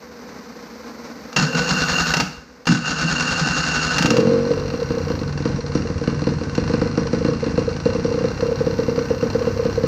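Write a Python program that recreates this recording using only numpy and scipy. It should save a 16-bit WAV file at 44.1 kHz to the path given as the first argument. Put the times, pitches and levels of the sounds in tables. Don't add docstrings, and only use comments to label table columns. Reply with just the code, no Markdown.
import sys
import numpy as np
from scipy import signal
from scipy.fft import rfft, irfft
from scipy.io import wavfile
from scipy.ndimage import uniform_filter1d, minimum_filter1d

SR = 44100
rng = np.random.default_rng(int(sys.argv[2]) if len(sys.argv) > 2 else 0)


def digitize_waveform(pressure):
    field = np.atleast_2d(pressure).T
    bounded = np.clip(field, -1, 1)
    quanta = np.round(bounded * 32767).astype(np.int16)
    wavfile.write(sys.argv[1], SR, quanta)


N = 435266
TIME = np.arange(N) / SR

# t/s, level/dB
WATER_RIDE = [(0, -39.5), (1.35, -38), (2.1, -43.5), (2.55, -46.5), (4.2, -36.5), (9.87, -35)]
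# t/s, level/dB
SPLASHES = [(0.86, -42), (1.04, -38)]
# f/Hz, level/dB
WATER_EQ = [(30, -52), (70, -8.5), (110, -23.5), (240, -0.5), (370, -16.5), (490, -6), (680, -16),
            (1100, -14), (2100, -19.5), (3300, -33), (4400, -23), (6000, -24.5), (7200, -37),
            (11000, -55.5), (15000, -80)]
# f/Hz, level/dB, t60/s
TUB_MODES = [(243, -0.5, 0.1), (476, -6, 0.14), (498, 1.5, 0.096), (845, -10, 0.037), (1080, -7, 0.047),
             (1579, -3.5, 0.29)]
# t/s, level/dB
HIGH_HISS_RIDE = [(0, -63.5), (1.3, -61.5), (2.1, -50), (2.45, -74), (4.3, -69), (5.15, -63), (5.45, -84),
                  (7, -85), (8.8, -62.5), (9.87, -61.5)]
# t/s, level/dB
CLANKS = [(1.3283, -30), (1.3642, -9), (2.112, -35), (2.138, -9), (2.169, -13), (2.2, -8), (2.655, -29.5),
          (2.671, -16), (3.9827, -10), (4.0239, -12), (4.058, -11), (4.1042, -13), (4.1682, -17),
          (4.202, -23)]
# f/Hz, level/dB
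GRIND_EQ = [(100, -10), (300, -6.5), (480, 2), (650, -2.5), (800, 2.5), (1050, -4), (1500, 4), (2100, -0.5),
            (3500, -4.5), (4300, 1), (5600, -0.5), (6900, -7.5), (7800, -21), (11200, -44.5), (13000, -31),
            (15500, -56)]
# f/Hz, level/dB, t60/s
BRACKET_MODES = [(489, -12, 0.14), (623, -7, 0.11), (835, -1.5, 0.11), (926, 2.5, 0.091), (1270, 8, 0.05)]
# f/Hz, level/dB, t60/s
FLYWHEEL_MODES = [(2755, 0, .13), (2790, -4, .1)]
# t/s, level/dB
TUB_HUM_SWELLS = [(1.36, -30.5)]
# engages/s, lets go/s, spin-up/s, level/dB
STARTER_TRIES = [(1.362, 2.092, 0.2, 1.5), (2.669, 3.983, 0.2, 0)]
# f/Hz, level/dB, t60/s
GEAR_MODES = [(517, -11, 0.13), (1273, -7.5, 0.11), (1350, -9.5, 0.051), (1491, 0.5, 0.079),
              (1548, -2, 0.036), (1735, -8, 0.033), (4290, -15.5, 0.17), (4410, -7.5, 0.053),
              (6620, -7, 0.074), (6750, -44, 0.12)]
# t/s, level/dB
JOLTS = [(1.385, -20), (1.535, -23.5), (1.7, -28), (2.16, -23.5), (2.21, -32.5), (2.685, -13.5),
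         (3.03, -22), (3.405, -25), (3.99, -21)]
# f/Hz, level/dB, t60/s
MOUNT_MODES = [(65, -16, .12), (162.3, 7.5, 0.079), (164.4, 0.5, 0.18), (239.2, 0, 0.15),
               (283, -3.5, 0.095)]
# t/s, rate/(strokes per s)
ENGINE_SPEED = [(4.05, 25.5), (4.17, 44), (4.5, 47), (4.63, 48.3), (4.83, 33.2), (5.08, 30.5), (5.3, 20.5),
                (5.6, 21.5), (6.0, 18.1), (6.5, 17.9), (6.65, 25), (7.2, 26.4), (7.75, 29), (7.9, 31.3),
                (9.9, 32.8)]
# t/s, ring level/dB, thump level/dB
POPS = [(4.0472, -26, -9), (4.0796, -26, -15.5), (4.1101, -17, -8), (4.1836, -9, -10), (4.273, -14.5, -12),
        (4.337, -15, -15.5), (4.5074, -12, -16), (4.7398, -23, -18), (4.9064, -22, -15.5),
        (5.1034, -20.5, -14.5), (5.2158, -26, -19), (5.4044, -31, -21.5), (5.456, -20, -11.5),
        (5.5866, -26, -31), (5.7539, -25, -10.5), (5.902, -28, -20), (6.0148, -28, -19), (6.0779, -26, -11),
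        (6.2215, -28, -16), (6.2712, -18.5, -12), (6.4135, -26, -19.5), (6.5806, -20.5, -10),
        (6.699, -22, -15), (6.7389, -18.5, -10.5), (6.818, -16.5, -11), (6.9776, -18.5, -10),
        (7.1325, -17.5, -12.5), (7.2103, -18.5, -21), (7.2497, -19.5, -11.5), (7.2852, -15.5, -15.5),
        (7.4268, -19, -25), (7.4655, -22, -14.5), (7.579, -14, -11.5), (7.6762, -16.5, -26),
        (7.8582, -12, -12), (7.9509, -17.5, -14.5), (8.0478, -15, -15.5), (8.1428, -21, -17.5),
        (8.176, -16.5, -28), (8.2091, -19, -20), (8.2417, -13.5, -15), (8.4253, -13, -17.5),
        (8.5148, -16, -31), (8.606, -14, -20), (8.6672, -14.5, -16), (8.7887, -14, -16),
        (8.8827, -15.5, -18), (8.9779, -15.5, -18), (9.1046, -12.5, -17), (9.228, -13, -15),
        (9.3493, -13, -16.5), (9.4102, -16.5, -41), (9.4708, -13.5, -17), (9.5921, -14.5, -34),
        (9.6546, -14, -15.5), (9.7753, -14, -25), (9.8375, -14, -14)]
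# f/Hz, level/dB, t60/s
EXHAUST_MODES = [(436, 0, 0.1), (469.8, 7.5, 0.083), (520.7, 5, 0.062)]
# f/Hz, level/dB, t60/s
THUMP_MODES = [(174.3, 3.5, 0.046), (234.5, -3, 0.12), (291.6, -2, 0.11), (295, -11, 0.0043)]
# f/Hz, level/dB
CLATTER_EQ = [(80, -12.5), (300, 19), (700, 4.5), (1100, 12), (1600, 6.5), (2300, -0.5), (2800, 1.5),
              (3300, -9), (4300, -4), (5000, -1.5), (5800, -5), (7000, -17), (9000, -25), (11200, -53),
              (15000, -45)]
# f/Hz, level/dB, t60/s
BLOCK_MODES = [(1509, -5, 0.18), (2750, -3.5, 0.058), (4217, 3.5, 0.025), (4620, -5, 0.045),
               (5670, -2, 0.044)]
# f/Hz, level/dB
BARK_EQ = [(150, -21.5), (360, 2), (580, 4.5), (750, -8), (1050, 2.5), (2000, -22.5), (6000, -54)]
# f/Hz, level/dB, t60/s
PUMP_MODES = [(68.4, -18.5, 0.59), (98.3, 4, 0.14), (143.8, 4, 0.24), (166.5, 5, 0.062),
              (240.8, -3.5, 0.13), (277, -22.5, 0.051), (468.4, -0.5, 0.16)]
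# f/Hz, level/dB
RUMBLE_EQ = [(20, -14.5), (32, -11), (62, 0), (110, -4.5), (170, -1), (400, -19.5), (1500, -75.5)]
# t/s, level/dB
CLINKS = [(5.378, -47), (5.421, -38), (6.552, -27.5)]


def from_db(db):
    return 10 ** (np.asarray(db) / 20)


def rms_one(x):
    return x / np.sqrt(np.mean(x ** 2) + 1e-20)


def band(x, low_hz, high_hz, order=2):
    sos = signal.butter(order, [low_hz, min(high_hz, .45 * SR)], "band", fs=SR, output="sos")
    return signal.sosfilt(sos, x)


def fader(ride, fade_s=0.006):
    s, db = np.transpose(ride)
    inside = np.clip(np.minimum(TIME - s[0], s[-1] - TIME) / fade_s + 2, 0, 1)
    return inside * from_db(np.interp(TIME, s, db))


def swells(events, rise_s):
    ages = [(np.maximum(TIME - s, 0) / rise_s, db) for s, db in events]
    return sum(from_db(db) * age * np.exp(1 - age) for age, db in ages)


def clicks(times, db):
    samples = np.clip(np.round(times * SR).astype(int), 0, N)
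    return np.bincount(samples, from_db(db), N + 1)[:N]


def ring(x, hz, t60):
    r, w = from_db(-60 / (t60 * SR)), 2 * np.pi * hz / SR
    return signal.lfilter([0, np.sin(w)], [1, -2 * r * np.cos(w), r * r], x + 1e-18)


def struck(times, db, modes, vary_db):
    return np.array([ring(clicks(times, db + level + rng.normal(0, vary_db, len(times))), hz, t60)
                     for hz, level, t60 in modes])


def driven(x, modes):
    rings = sum(from_db(level) * rms_one(ring(x, hz, t60)) for hz, level, t60 in modes)
    return rms_one(band(rings, .75 * modes[0][0], 1.3 * modes[-1][0]))


def levelled(x, window_s):
    size = int(window_s * SR)
    power = uniform_filter1d(uniform_filter1d(x ** 2, size), size)
    return x / np.sqrt(np.abs(power) + 1e-4 * np.mean(x ** 2))


def bursts(hits, t60):
    energy = signal.lfilter([1], [1, -from_db(-120 / (t60 * SR))], hits ** 2 + 1e-18)
    return np.sqrt(energy) * rng.standard_normal(N)


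def eq(x, curve, size=2048):
    hz, db = np.transpose(curve)
    grid_hz = np.maximum(np.fft.rfftfreq(size, 1 / SR), 1)
    gain = rms_one(from_db(np.interp(np.log(grid_hz), np.log(hz), db)))
    cepstrum = irfft(np.log(gain))
    cepstrum[1:size // 2] *= 2
    cepstrum[size // 2 + 1:] = 0
    return signal.oaconvolve(x, irfft(np.exp(rfft(cepstrum))))[:N]


def garage(x, wet_db, t60=0.48, predelay_s=0.016):
    t = TIME[:SR // 2]
    tail = rng.standard_normal(len(t)) * from_db(-60 * t / t60) * (t > predelay_s)
    return x + from_db(wet_db) * signal.oaconvolve(x, tail / np.linalg.norm(tail))[:N]


def water(drops_per_s=900, tub_db=-10):
    drops = (rng.random(N) < drops_per_s / SR) * rng.rayleigh(1, N)
    spatter = rms_one(bursts(drops, t60=0.14))
    hum = from_db(tub_db) * levelled(driven(spatter, TUB_MODES), 0.19)
    flow = fader(WATER_RIDE) + swells(SPLASHES, rise_s=0.016)
    return flow * (eq(spatter, WATER_EQ) + hum)


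def high_hiss():
    hiss = rms_one(band(rng.standard_normal((2, N)), 12000, 14300, order=3))
    return fader(HIGH_HISS_RIDE) * hiss * from_db([[1], [-1]])


def pinion(crack_db=-3, edge_db=-21, knock_db=-15.5, bell_db=-9.5):
    s, db = np.transpose(CLANKS)
    blows = bursts(clicks(s, db + crack_db), t60=0.06)
    crack = eq(blows, GRIND_EQ) + from_db(edge_db) * band(blows, 7400, 20000)
    knock = struck(s, db + knock_db, BRACKET_MODES, vary_db=1).sum(0)
    bell = struck(s, db + bell_db, FLYWHEEL_MODES, vary_db=1.5).sum(0)
    return crack + band(knock, 380, 2000) + band(bell, 1500, 5000)


def tub_hum_swell():
    hum = band(driven(rng.standard_normal(N), TUB_MODES), 410, 900, order=3)
    return swells(TUB_HUM_SWELLS, rise_s=0.18) * rms_one(hum)


def crank(engages, lets_go, spin_up, coast_s=0.3, compressions_per_s=11.2):
    speed = 1 - np.exp(-np.maximum(TIME - engages, 0) / spin_up)
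    speed *= np.exp(-np.maximum(TIME - lets_go, 0) / coast_s)
    return speed, np.cumsum(speed) * compressions_per_s / SR


def starter_load(lag_cycles, ease_db, slow_ease_db=18.5, release_db_per_s=93):
    load = 0
    for engages, lets_go, spin_up, db in STARTER_TRIES:
        speed, passed = crank(engages, lets_go, spin_up)
        between = .5 - .5 * np.cos(2 * np.pi * (passed - lag_cycles * speed))
        dip_db = between * (ease_db + slow_ease_db * (1 - speed) * (TIME < lets_go))
        release_db = release_db_per_s * np.maximum(TIME - lets_go, 0)
        load += (TIME > engages) * from_db(db - dip_db - release_db)
    return load


def starter(teeth_per_s=480, casing_db=-24.5, gear_db=-26, flywheel_db=-27.5, shudder_db=-25.5):
    times = np.cumsum(rng.uniform(.5, 1.5, 6000)) / teeth_per_s
    tooth_db = 3.5 * np.clip(rng.standard_normal(len(times)), -2, 2)
    rasp = bursts(clicks(times, tooth_db), t60=0.025)
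    casing = from_db(casing_db) * levelled(eq(rasp, GRIND_EQ), 0.048)
    gears = from_db(gear_db) * levelled(driven(rasp, GEAR_MODES), 0.07)
    flywheel = from_db(flywheel_db) * levelled(driven(rasp, FLYWHEEL_MODES), 0.24)
    mount = levelled(band(driven(rasp, MOUNT_MODES), 156, 297), 0.034)
    shudder = from_db(shudder_db) * starter_load(lag_cycles=0.19, ease_db=4)
    return (casing * starter_load(lag_cycles=0.014, ease_db=5)
            + gears * starter_load(lag_cycles=0, ease_db=2)
            + flywheel * starter_load(lag_cycles=-0.31, ease_db=4.5)
            + mount * (shudder + swells(JOLTS, rise_s=0.021)))


def grunt(start_hz=199.4, end_hz=129.2, sink_s=0.0266, delay_s=0.015, grunt_db=-14.5):
    grunts = 0
    for engages, _, _, db in STARTER_TRIES:
        start = engages + delay_s
        hz = end_hz + (start_hz - end_hz) * np.exp(-np.maximum(TIME - start, 0) / sink_s)
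        tone = np.sin(2 * np.pi * np.cumsum(hz) / SR)
        judder = 1 + 0.14 * rms_one(band(rng.standard_normal(N), 18, 120))
        grunts += swells([(start, db + grunt_db)], rise_s=0.016) * judder * tone
    return grunts


def cranking(puff_db=-25, rumble_db=-43):
    puffs, turning = 0, 0
    for engages, lets_go, spin_up, db in STARTER_TRIES:
        speed, passed = crank(engages, lets_go, spin_up)
        compressions = np.diff(np.floor(passed), prepend=0)
        puffs += compressions * speed * from_db(db + puff_db)
        turning += speed ** 2
    rumble = from_db(rumble_db) * turning * rms_one(band(rng.standard_normal(N), 50, 90))
    return band(ring(puffs, hz=66, t60=0.16), 40, 120) + rumble


def stroke_times():
    travel = np.cumsum(np.interp(TIME, *np.transpose(ENGINE_SPEED))) / SR
    fired = np.interp(np.array(POPS)[:, 0], TIME, travel)
    counts = np.maximum(1, np.round(np.diff(fired))).astype(int)
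    strokes = [np.linspace(a, b, n, endpoint=False) for a, b, n in zip(fired, fired[1:], counts)]
    return np.interp(np.concatenate(strokes + [fired[-1:]]), travel, TIME)


def speed_octaves(s, idle_per_s=32):
    return np.log2(np.interp(s, *np.transpose(ENGINE_SPEED)) / idle_per_s)


def firings(weak_db=-33, weak_db_per_octave=27, race_start_s=4.12, race_end_s=4.34, fade_db_per_s=52):
    s = stroke_times()
    pop_s, pop_ring, pop_thump = np.transpose(POPS)
    popped = np.abs(s[:, None] - pop_s).argmin(0)
    weak = weak_db + weak_db_per_octave * np.minimum(speed_octaves(s), 0)
    weak += 7.5 * rng.uniform(-2, 2.1, len(s))
    weak[popped[:-1] + 1] = pop_ring[:-1] - 8
    race_db = -15.5 - fade_db_per_s * np.maximum(s - race_end_s, 0)
    racing = np.where(s > race_start_s, race_db, -np.inf) + rng.standard_normal(len(s))
    ring_db = np.maximum(weak, racing)
    thump_db = np.maximum(weak - 9.5, racing - 3.5)
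    ring_db[popped], thump_db[popped] = pop_ring, pop_thump
    return s, ring_db, thump_db


def exhaust(port_lead_s=0.003, ring_lead_s=0.0019, outlet_hz=100, muffler_hz=850):
    s, ring_db, thump_db = firings()
    lower, middle, upper = struck(s - ring_lead_s, ring_db - 2, EXHAUST_MODES, vary_db=0.4)
    thump = struck(s, thump_db - 1, THUMP_MODES, vary_db=0.8).sum(0)
    port_opens = s - port_lead_s
    spit = eq(bursts(clicks(port_opens, thump_db - 12.5), t60=0.089), CLATTER_EQ)
    clink = band(struck(port_opens, thump_db - 22.5, BLOCK_MODES, vary_db=3).sum(0), 2200, 6500)
    putt = garage(middle - lower - upper, wet_db=-16)
    bark = from_db(-20) * eq(putt * rng.standard_normal(N), BARK_EQ)
    body = band(putt + garage(thump, wet_db=-3.5), outlet_hz, muffler_hz, order=3)
    return body + garage(spit + bark + clink, wet_db=-3)


def pistons(pump_db=-27.5, clatter_db=-41, rumble_db=-36, tilt_db_per_octave=2.5, fade_in_s=0.42):
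    s = stroke_times()
    period = np.gradient(s)
    pump = band(struck(s, 0, PUMP_MODES, vary_db=4.5).sum(0), 49, 500)
    lags = [0.4 + third / 3 + rng.normal(0, 0.012, len(s)) for third in range(3)]
    hit_s = np.concatenate([s + period * lag for lag in lags])
    hit_db = np.repeat([0, -8, -14.5], len(s)) + rng.normal(0, 3.5, len(hit_s))
    knocks = eq(bursts(clicks(hit_s, hit_db), t60=0.05), CLATTER_EQ)
    pings = band(struck(hit_s, hit_db, BLOCK_MODES, vary_db=2.5).sum(0), 1200, 6200, order=4)
    metal = from_db(3) * levelled(knocks, 0.32) + from_db(-1.5) * levelled(pings, 0.17)
    tilt_db = tilt_db_per_octave * speed_octaves(TIME)
    clatter = from_db(clatter_db + tilt_db) * metal
    pumping = from_db(pump_db - tilt_db) * levelled(pump, 0.22)
    rumble = from_db(rumble_db) * eq(rng.standard_normal(N), RUMBLE_EQ, size=8192)
    running = np.clip((TIME - s[0]) / fade_in_s, 0, 1)
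    return running * (pumping + rumble + clatter)


def linkage(ping_db=-6):
    s, db = np.transpose(CLINKS)
    crack = eq(bursts(clicks(s, db), t60=0.05), GRIND_EQ)
    return crack + struck(s, db + ping_db, BLOCK_MODES, vary_db=3).sum(0)


def scene():
    powerhead = starter() + grunt() + pinion() + cranking() + pistons() + linkage()
    return garage(powerhead, wet_db=-10.5) + exhaust() + water() + tub_hum_swell() + high_hiss()


def record(dry, ceiling=0.58, cutoff_hz=15500):
    needed_gain = np.minimum(1, ceiling / (np.abs(dry).max(0) + 1e-9))
    smooth_gain = uniform_filter1d(minimum_filter1d(needed_gain, size=100), size=100)
    low_pass = signal.ellip(10, .1, 90, cutoff_hz, fs=SR, output="sos")
    return signal.sosfilt(low_pass, dry * smooth_gain)


dry = scene()
out = record(dry)
digitize_waveform(out)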